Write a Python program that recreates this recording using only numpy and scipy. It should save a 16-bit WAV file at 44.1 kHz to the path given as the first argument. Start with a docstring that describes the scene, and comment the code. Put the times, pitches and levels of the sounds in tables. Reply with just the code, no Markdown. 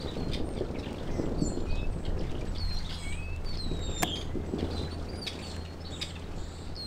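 """Distant thunder rolls over open farmland in two long swells and dies away: shocks from the lightning
channel, dulled by distance and blurred by the hills. Small birds in a hedge whistle, buzz, chirp and
scold throughout, with gliding tones and fast throat pulses that the trees scatter back. Something snaps
once close by. Underneath, the fields hush, a far engine drones and wind nudges the microphone."""
import sys
import numpy as np
from scipy import signal
from scipy.fft import rfft, irfft, next_fast_len
from scipy.io import wavfile
from scipy.ndimage import map_coordinates

SR = 44100
rng = np.random.default_rng(int(sys.argv[2]) if len(sys.argv) > 2 else 0)


def pcm_store(signal):
    """Save signal as 16-bit PCM."""
    levels = np.round(np.clip(np.atleast_2d(signal), -1, 1) * 32767)
    wavfile.write(sys.argv[1], SR, levels.astype(np.int16).T)


N = 302526


def amp(db):
    """Decibels to gain."""
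    return 10 ** (np.asarray(db) / 20)


def unit(x):
    """Scale to rms 1."""
    return x / np.sqrt(np.mean(x ** 2) + 1e-20)


def seconds(length):
    """Sample times of a stretch."""
    return np.arange(max(int(length * SR), 8)) / SR


def wobble(rate, size=N):
    """Smooth random modulation, rate knots a second."""
    knots = rng.standard_normal(int(size * rate / SR) + 4)
    return map_coordinates(knots, [np.arange(size) * rate / SR])


def coloured(x, eq):
    """x through an EQ curve of (f/Hz, level/dB) points, at rms 1."""
    m = next_fast_len(len(x) + 8192)
    hz, db = np.transpose(eq)
    gain = amp(np.interp(np.log(np.fft.rfftfreq(m, 1 / SR) + 1), np.log(hz + 1), db))
    return unit(irfft(rfft(x, m) * gain, m)[:len(x)])


def tone(hz):
    """A sine of rms 1 that follows a pitch curve."""
    return np.sqrt(2) * np.sin(2 * np.pi * np.cumsum(hz) / SR)


def gate(t, attack_s, release_s):
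    """Soft start and end of a note."""
    return np.sin(np.pi / 2 * np.clip(np.minimum(t / attack_s, (t[-1] - t) / release_s), 0, 1)) ** 2


def add(track, s, x):
    """Mix x into the track at time s."""
    i = max(int(s * SR), 0)
    track[i:i + len(x)] += x[:max(N - i, 0)]


def swells(rows, rest_db):
    """Level in dB of bell-shaped swells that rise out of a steady rest."""
    t = np.arange(N) / SR
    power = sum(amp(db) ** 2 * np.exp(-((t - s) / width) ** 2) for s, db, width in rows)
    return 10 * np.log10(power + amp(rest_db) ** 2)


# Bouts of activity in the hedge: t/s, peak level/dB, half-width/s
BUSTLE_BOUTS = [(.08, 4.5, 0.23), (.88, 1.5, 0.28), (1.7, -1.5, 0.15), (2.3, 1, 0.19), (2.8, 4, 0.27),
                (3.52, -1, 0.074), (3.98, .5, 0.25), (4.76, 7, 0.11), (5.1, 3, 0.15), (5.42, 7, 0.13),
                (6.12, -2, 0.36)]

def bustle_db():
    """A shared fader ride: how busy the hedge is."""
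    return swells(BUSTLE_BOUTS, rest_db=-6)


# EQ of the open-air bed: f/Hz, level/dB
AIR_EQ = [(30, -47), (110, -3.5), (200, 5.5), (300, -11.5), (750, -4.5), (1300, -9), (2200, -15.5),
          (4100, -21.5), (5700, -25), (8500, -28), (10300, -36), (15500, -37)]

def air(level_db=-50, stir=0.41):
    """The hush of the open fields, a little fuller when the hedge is busy."""
    hush_db = level_db + stir * bustle_db() + wobble(2.606)
    return amp(hush_db) * coloured(rng.standard_normal(N), AIR_EQ)


# Fader ride of the drone: t/s, level/dB
DRONE_RIDE = [(0, -50), (1.2, -61), (2.2, -41.5), (4.8, -41), (5.6, -44.5), (6.86, -44)]
# Engine orders: multiple of the firing rate, relative level/dB
DRONE_ORDERS = [(1, 0.5), (1.5, -18.5), (2, -10), (3, -26.5)]

def engine(firing_hz=82.6, trim_db=-1, waver_db=2.36):
    """Only the lowest orders of a far engine carry over the fields, wavering on the way."""
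    drone_db = np.interp(np.arange(N) / SR, *np.transpose(DRONE_RIDE)) + trim_db
    hz = firing_hz * (1 + 0.0057 * wobble(4.4))
    return sum(amp(drone_db + db + waver_db * wobble(5)) * tone(k * hz) for k, db in DRONE_ORDERS)


# Gusts: t/s, peak level/dB, half-width/s
WIND_GUSTS = [(.32, -34, 0.17), (.73, -37.5, 0.061), (1.13, -35.5, 0.062), (1.66, -32.5, 0.33),
              (2.25, -32, 0.2), (2.68, -32.5, 0.17), (3.13, -36, 0.066), (3.6, -36, 0.38),
              (4.33, -35.5, 0.085), (4.85, -45.5, 0.23), (6.42, -41, 0.12), (6.7, -38, 0.041)]
# EQ of the bassy buffeting: f/Hz, level/dB
BUFFET_EQ = [(8, 7), (25, 13.5), (50, -1), (100, -3.5), (170, -11), (350, -43), (1000, -110)]

def wind(calm_db=-51.5, trim_db=2.5):
    """Light gusts buffet the microphone."""
    buffet_db = swells(WIND_GUSTS, calm_db) + trim_db + 0.36 * wobble(26)
    return amp(buffet_db) * coloured(rng.standard_normal(N), BUFFET_EQ)


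# EQ of the fine crackle in the hedge: f/Hz, level/dB
CRACKLE_EQ = [(300, -27), (1200, -8.5), (2500, 0.5), (4500, 8), (6500, -1.5), (8800, -3), (10500, -21),
              (15000, -36)]

def flock(count=340, pip_db=-61, crackle_db=-63, crackles_per_s=280, crackle_t60=0.048):
    """Birds deeper in the hedge give tiny falling pips amid a dry crackle; both follow their bustle."""
    calls = np.zeros(N)
    for when, pitch, slope, size, span in rng.random((count, 5)):
        t = seconds(0.0072 + 0.0094 * span)
        hz = 1300 * 3.3 ** pitch * (1 - slope * 12 * t + 0.09 * wobble(990, len(t)))
        add(calls, when * N / SR, amp(pip_db + 7.2 * size ** 2) * tone(hz) * gate(t, 0.00034, 0.0015))
    touches = (rng.random(N) < crackles_per_s / SR) * rng.exponential(size=N)
    bursts = signal.fftconvolve(touches, amp(-60 * seconds(0.01) / crackle_t60))[:N]
    crackle = coloured(bursts * rng.standard_normal(N), CRACKLE_EQ)
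    return amp(bustle_db()) * (calls + amp(crackle_db) * crackle)


def clicks(contacts, eq, t60, trim_db):
    """Each contact is a soft-clipped noise burst that dies within milliseconds."""
    out, t = np.zeros(N), seconds(0.03)
    for s, db in contacts:
        burst = unit(np.tanh(0.5 * coloured(rng.standard_normal(len(t)), eq)))
        add(out, s, amp(db + trim_db - 60 * t / t60) * burst)
    return out


# Tick cues: t/s, level/dB
TICK_CUES = [(.49, -32), (.93, -32), (1.625, -36), (2.317, -32), (3.363, -32.5), (3.448, -33.5),
             (3.793, -32), (4.653, -39), (5.565, -27.5)]
# EQ of a tick: f/Hz, level/dB
TICK_EQ = [(500, -22), (2000, 11), (4500, 0), (8500, -2), (11000, -14.5), (15500, -19)]

def ticks():
    """Sparse, bright, dry ticks."""
    return clicks(TICK_CUES, TICK_EQ, t60=0.0066, trim_db=-7.5)


# Contacts of the snap: t/s, level/dB
SNAP_CONTACTS = [(4.0232, -22.5), (4.0293, -17), (4.0325, -14)]
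# EQ of its crack: f/Hz, level/dB
SNAP_EQ = [(150, -26.5), (450, -25), (700, -11), (1120, 2), (1500, -20), (2200, 0), (3600, -10.5),
           (5400, -9.5), (6700, -4.5), (9000, -11.5), (15600, -13)]
# Ringing modes of the snapped thing: f/Hz, relative level/dB, t60/s
SNAP_MODES = [(710, -6.5, 0.033), (1054, -7, 0.018), (1715, -11, 0.023)]

def snap():
    """A sharp crack in quick contacts, each knocking a small hollow body."""
    out = clicks(SNAP_CONTACTS, SNAP_EQ, t60=0.014, trim_db=-3)
    t = seconds(0.04)
    for s, db in SNAP_CONTACTS:
        for hz, mode_db, t60 in SNAP_MODES:
            ring = np.sin(2 * np.pi * (hz * t + rng.random()))
            add(out, s, amp(db + mode_db - 60 * t / t60) * ring)
    return out


# Pip cues: t/s, length/s, centre f/Hz, level/dB
PIP_CUES = [(.755, 0.016, 2390, -50.5), (.858, 0.01, 3170, -45.5), (.872, 0.015, 3160, -55),
            (0.943, .007, 2780, -48), (.983, 0.0064, 3130, -47), (1.258, 0.009, 3270, -54),
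            (2.19, .008, 5240, -49.5), (2.206, 0.0086, 3130, -50.5), (2.35, 0.0074, 2950, -48),
            (2.413, 0.01, 2510, -47.5), (2.573, .004, 4650, -41), (2.583, .004, 4820, -38),
            (3.572, 0.0039, 4710, -38), (6.007, 0.0056, 2220, -45), (6.753, 0.0044, 4670, -46),
            (6.7635, 0.0036, 5000, -38.5)]

def pips(fall=0.19, rasp=0.072):
    """Tiny bird notes that slide down within milliseconds."""
    out = np.zeros(N)
    for s, length, centre_hz, db in PIP_CUES:
        t = seconds(length)
        hz = centre_hz * (1 - fall * (t / t[-1] - 0.5) + rasp * wobble(930, len(t)))
        add(out, s, amp(db) * tone(hz) * gate(t, 0.001, 0.0012))
    return out


# Two-note chirps: t/s, top f/Hz, level/dB
CHIRP_CUES = [(0, 4690, -43), (1.693, 4580, -48.5), (2.775, 4600, -44), (3.823, 4600, -47),
              (4.706, 4740, -43.5), (5.848, 4560, -43.5)]

def chirps(octave_db=-28, trim_db=-5, spacing_s=0.069, rasp=0.008):
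    """Pairs of short arched notes, the second one lower and flatter."""
    out = np.zeros(N)
    for s, top_hz, db in CHIRP_CUES:
        pair = [(s, 0.033, top_hz, 0.25), (s + spacing_s, 0.0414, top_hz * 0.835, 0.15)]
        for start, length, note_hz, arch in pair:
            t = seconds(length)
            hz = note_hz * (1 - arch * np.linspace(-1, 1, len(t)) ** 2 + rasp * wobble(1070, len(t)))
            voice = tone(hz) + amp(octave_db) * tone(2 * hz)
            level = amp(db + trim_db + 1.4 * wobble(250, len(t)))
            add(out, start, level * voice * gate(t, 0.0032, 0.0039))
    return out


# Resonances of a scolding throat: multiple of the centre frequency, level/dB
THROAT_EQ = [(.3, -24.5), (.45, 0), (.6, -13.5), (.75, -2.5), (.92, -4.5), (1.25, -8), (1.5, -23),
             (1.85, -27), (2.2, -22.5), (2.6, -37), (3.6, -30)]

def chip(length, centre_hz, pulse_ratio=0.305, fall=0.251, breath=0.35, rasp=0.04):
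    """A scolding note: fast pulses ring the bird's throat, hold their pitch and drop as the note dies."""
    t = seconds(length + 0.0085)
    hz = centre_hz * pulse_ratio * (1 - fall * (t / t[-1]) ** 4 + rasp * wobble(690, len(t)))
    pulses = unit(sum(tone(k * hz) for k in range(1, 11)))
    throat = [(k * centre_hz, db) for k, db in THROAT_EQ]
    voice = coloured(pulses + breath * rng.standard_normal(len(t)), throat)
    flutter = amp(2 * wobble(330, len(t)))
    return unit(voice * flutter) * gate(t, 0.00095, 0.0045)


# Harsh foreground chips: t/s, length before the tail/s, centre f/Hz, level/dB
CHIP_CUES = [(0.315, 0.0068, 3840, -43), (0.3325, 0.011, 4060, -34.5), (0.567, 0.02, 3890, -48.5),
             (0.786, 0.011, 4450, -49), (0.828, 0.015, 2970, -48), (2.051, 0.0099, 3590, -44.5),
             (2.549, 0.013, 3880, -45.5), (2.892, 0.015, 3640, -45), (3.124, 0.0064, 3160, -44.5),
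             (3.53, 0.022, 4090, -48), (3.978, 0.016, 4540, -50), (4.155, 0.013, 4030, -41.5),
             (4.211, 0.0096, 3800, -43.5), (4.585, 0.02, 3820, -44.5), (5.266, 0.011, 4130, -30.5),
             (5.649, 0.0093, 3100, -48), (6.014, 0.011, 4090, -31), (6.087, .022, 3710, -49),
             (6.155, 0.0086, 3010, -45)]

def scolding(soft_count=24, soft_db=-58, soft_hz=3700, soft_s=0.0102):
    """The near birds scold; softer chips come at random, stronger when the hedge is busy."""
    near, soft = np.zeros(N), np.zeros(N)
    for s, length, centre_hz, db in CHIP_CUES:
        add(near, s, amp(db) * chip(length, centre_hz))
    for slot, (when, span, pitch) in enumerate(rng.random((soft_count, 3))):
        s = (slot + when) / soft_count * N / SR
        add(soft, s, chip(soft_s * (0.5 + span), soft_hz * 1.6 ** (pitch - 0.5)))
    return near + amp(soft_db + bustle_db()) * soft


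# Buzzy notes: t/s, length/s, first f/Hz, last f/Hz, sweep depth/Hz, sweep rate/Hz, level/dB, octave/dB
BUZZ_CUES = [(1.105, .15, 6050, 5250, 500, 200, -60.5, -28),
             (1.404, 0.065, 5700, 5600, 750, 100, -58.5, -16),
             (1.467, 0.049, 7550, 8160, 735, 330, -52.5, -35),
             (1.9, 0.22, 8500, 7550, 450, 140, -67.5, -35), (2.892, 0.077, 3900, 4080, 1010, 176, -46, -18),
             (2.917, 0.28, 3333, 3260, 40, 77, -56.5, -10), (2.915, 0.25, 4070, 4150, 90, 180, -60, -7),
             (2.905, 0.176, 4920, 5020, 25, 240, -62, -29),
             (2.976, 0.236, 8100, 8220, 520, 290, -54.5, -35),
             (4.039, 0.072, 3345, 3200, 347, 102, -39, -37),
             (4.097, 0.054, 3260, 3192, 110, 123.3, -38.5, -24),
             (4.131, 0.11, 3210, 3270, 50, 100, -51, -5.5), (5.39, 0.22, 7550, 7750, 585, 400, -61, -22),
             (5.898, 0.25, 7340, 7950, 604, 320, -56.5, -44), (6.346, 0.39, 7150, 8070, 573, 290, -63, -37),
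             (6.356, 0.44, 4014, 4285, 510, 286, -59.5, -23)]

def buzzes(jitter_hz=9, rough_db=2, pulse_db=3, overtone_step_db=-10.5):
    """A bird's pitch sweeps up and down fast enough to buzz, and each sweep is a pulse."""
    out = np.zeros(N)
    for s, length, first_hz, last_hz, sweep_hz, rate, db, octave_db in BUZZ_CUES:
        t = seconds(length)
        cycle = 2 * np.pi * np.cumsum(rate + jitter_hz * wobble(91.6, len(t))) / SR
        sweep = np.cos(cycle) + 0.17 * wobble(600, len(t))
        hz = np.linspace(first_hz, last_hz, len(t)) + sweep_hz * sweep
        pulses = unit(amp(pulse_db * np.sin(cycle) + rough_db * wobble(222, len(t))))
        overtones = sum(amp(octave_db + overtone_step_db * (k - 2)) * tone(k * hz)
                        for k in (2, 3, 4) if k * hz.max() < SR / 2)
        add(out, s, amp(db) * (tone(hz) + overtones) * pulses * gate(t, 0.067 * length, 0.38 * length))
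    return out


# Three whistling birds: t/s, length/s, first f/Hz, last f/Hz, bow/Hz, level/dB, swell/dB, octave/dB
MELLOW_BIRD = [(1.06, 0.26, 2240, 2097, -150, -59.5, -6, -28), (1.645, 0.25, 2414, 2630, 30, -50.5, 1, -20),
               (2.97, .2, 2390, 2500, -230, -48.5, 16, -39), (3.115, .31, 2480, 2700, -10, -49, -5, -42),
               (4.23, 0.27, 1866, 2120, 60, -63.5, -13, -42)]
THIN_BIRD = [(.43, 0.15, 8500, 8060, 399, -58.5, -7, -40), (1.12, 0.18, 8250, 7670, -230, -65, -6, -40),
             (1.402, 0.098, 8600, 7540, -800, -48, 10, -39), (1.655, 0.052, 5180, 5740, 200, -65, -3, -40),
             (2.45, 0.064, 8100, 7850, -44, -61, -2, -40), (2.73, 0.047, 5300, 5730, 100, -58, 3, -40),
             (4.44, .16, 7600, 7760, 97, -67, -5, -44), (5.8, .035, 4950, 5400, 62, -57, 0, -40)]
NEAR_BIRD = [(.16, 0.16, 4480, 4180, -78, -54.5, -7, -37), (1.37, 0.23, 4700, 4250, -190, -52, -13, -37),
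             (2.585, 0.22, 4550, 4240, -210, -43.5, -2, -23.5), (3.21, 0.15, 4820, 4300, -45, -67, -7, -29),
             (3.452, .12, 4680, 4260, -23, -46.5, -7, -32), (3.575, 0.083, 4315, 3950, 14, -42, 6, -19.5),
             (3.615, 0.44, 3993, 3566, -9.5, -48.5, 11, -7.5),
             (4.745, 0.14, 4060, 4020, -4, -48, -3, -18.5), (4.908, 0.049, 4270, 4340, 198, -48.5, -4, -13),
             (5.086, 0.023, 4320, 4840, 120, -48, -1, -24), (5.12, 0.088, 4600, 4740, 151, -51, 3.5, -12.5),
             (5.212, 0.073, 4770, 4080, 26, -43.5, -6, -24),
             (5.415, 0.17, 4660, 4110, -59, -49.5, -10.5, -25), (5.55, 0.21, 4230, 4360, -31, -57, -5, -30),
             (6.762, .125, 4420, 4080, -28, -42, 3, -17)]

def whistles(notes, flutter_db, waver, third_db, attack=0.28, release=0.25, full_voice_db=-37):
    """Bowed glides that swell or fade, brighter when louder; reflections make each partial flutter."""
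    out = np.zeros(N)
    for s, length, first_hz, last_hz, bow_hz, db, swell_db, octave_db in notes:
        t = seconds(length)
        progress = t / t[-1]
        glide_hz = first_hz + (last_hz - first_hz) * progress + bow_hz * (1 - (2 * progress - 1) ** 2)
        hz = glide_hz * (1 + waver * wobble(164, len(t)))
        effort_db = swell_db * (progress - 0.5)
        note_db = db + effort_db
        partials_db = [0, octave_db + 2.7 * effort_db, third_db + 0.89 * (note_db - full_voice_db)]
        voice = sum(amp(note_db + level + flutter_db * np.sqrt(k) * wobble(45.1, len(t))) * tone(k * hz)
                    for k, level in enumerate(partials_db, 1) if k * hz.max() < SR / 2)
        add(out, s, voice * gate(t, attack * length, release * length))
    return out


def tree_echo(send, t60, build_s, sway_hz=16, count=3):
    """Trees scatter sound back; their twigs sway, so the echo keeps shifting between several tails."""
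    t = seconds(0.7)
    tails = rng.standard_normal((count, len(t))) * amp(-60 * t / t60) * (1 - np.exp(-t / build_s))
    tails /= np.linalg.norm(tails, axis=1, keepdims=True)
    shares = np.array([wobble(sway_hz) for _ in tails])
    echoes = signal.fftconvolve(send[None], tails, axes=1)[:, :N]
    return np.sum(echoes * shares, axis=0) / np.linalg.norm(shares, axis=0)


# Peals of thunder: peak t/s, peak level/dB, rise/(dB/s), fade/(dB/s)
THUNDER_PEALS = [(.16, -35.5, 40, 3.5), (1.25, -34, 38, 18), (2.08, -40.5, 160, 1.5), (3.69, -40, 80, 6),
                 (4.58, -37, 31, 17), (5.17, -46, 58, 48)]
# The lull between the two swells: start t/s, end t/s, depth/dB
THUNDER_LULL = (2.54, 3.97, 11.3)

def peals_db(floor_db=-63, duck_s=0.084):
    """Envelope of the roll: peals build and fade over a far rumble, ducking between the two swells."""
    t = np.arange(N) / SR
    power = sum(amp(db - np.maximum(rise * (s - t), fade * (t - s))) ** 2
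                for s, db, rise, fade in THUNDER_PEALS)
    start, end, depth_db = THUNDER_LULL
    lull = np.interp(t, [start, start + duck_s, end], [0, 1, 0])
    return 10 * np.log10(power + amp(floor_db) ** 2) - depth_db * lull


# EQ of the distant roll: f/Hz, level/dB
ROLL_EQ = [(30, -30), (60, 7.5), (100, 1), (160, -0.5), (240, -0.5), (350, 0), (500, -4.5), (750, -11.5),
           (1050, -21), (1500, -27), (2300, -56), (4500, -100)]
# Single shocks that stand out of the roll: t/s, peak level/dB, f/Hz
THUNDER_THUMPS = [(0.273, -21.5, 200), (.402, -24, 362), (0.61, -20, 375), (1.195, -19.5, 295),
                  (1.304, -31, 334), (1.423, -14, 202), (1.436, -24, 266), (1.575, -24.5, 220),
                  (1.963, -27.5, 183), (3.665, -27, 175), (3.715, -26, 275), (3.79, -32, 324),
                  (4.033, -19, 230), (4.357, -21, 270), (4.539, -19.5, 266), (4.63, -21.5, 280),
                  (4.835, -25.5, 149)]

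def thunder(shocks_per_s=260, waver_db=1.4, echo_db=-12, echo_t60=0.29):
    """Shocks from all along the lightning channel arrive dulled by distance and blurred by the hills."""
    shocks = (rng.random(N) < shocks_per_s / SR) * rng.standard_normal(N)
    blur = rng.standard_normal(N)
    out = coloured(unit(shocks) + blur, ROLL_EQ) * amp(peals_db() + waver_db * wobble(21.784))
    t = seconds(0.12) - 0.02  # zero at the peak of a thump
    for s, db, hz in THUNDER_THUMPS:
        spread = (np.pi * hz * t) ** 2
        swing = (1 - 2 * spread) * np.exp(-spread)  # one rounded pressure swing
        band = [(hz / 4, -30), (hz * 0.8, 0), (hz * 1.3, 0), (hz * 4, -45), (hz * 10, -100)]
        tail = amp(echo_db - 60 * np.abs(t) / echo_t60) * np.clip(t * hz, 0, 1)
        ground_echo = coloured(rng.standard_normal(len(t)), band) * tail
        add(out, s + t[0], amp(db) * (swing + ground_echo))
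    return out


def scene():
    """A mono mix on both channels, with sends to the hedge and to the longer echo of the tree line."""
    song = whistles(NEAR_BIRD, flutter_db=2.5, waver=0.0057, third_db=-28, attack=0.14, release=0.14)
    song += whistles(THIN_BIRD, flutter_db=2.8, waver=0.0085, third_db=-40)
    low_song = whistles(MELLOW_BIRD, flutter_db=1.5, waver=0.0064, third_db=-45)
    trills = buzzes()
    chatter = scolding() + pips() + flock()
    pairs, crack, ticking = chirps(), snap(), ticks()
    hedge_send = (amp(-10) * song + amp(-15) * low_song + amp(-0.5) * trills
                  + amp(-5) * chatter + pairs + amp(-23) * crack)
    tree_line_send = song + amp(-6) * low_song + amp(-3) * trills
    echo = tree_echo(hedge_send, t60=0.23, build_s=0.0036)
    echo += amp(-11) * tree_echo(tree_line_send, t60=0.65, build_s=0.02)
    birds = song + low_song + trills + chatter + pairs
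    mono = thunder() + wind() + air() + engine() + birds + ticking + crack + echo
    return np.array([mono, mono])


def record(dry, top_hz=15750, edge_hz=250):
    """A steep high cut on the whole mix."""
    m = next_fast_len(N + 8192)
    passband = np.clip((top_hz - np.fft.rfftfreq(m, 1 / SR)) / edge_hz + 0.5, 0, 1)
    return irfft(rfft(dry, m) * passband, m)[:, :N]


dry = scene()
out = record(dry)
pcm_store(out)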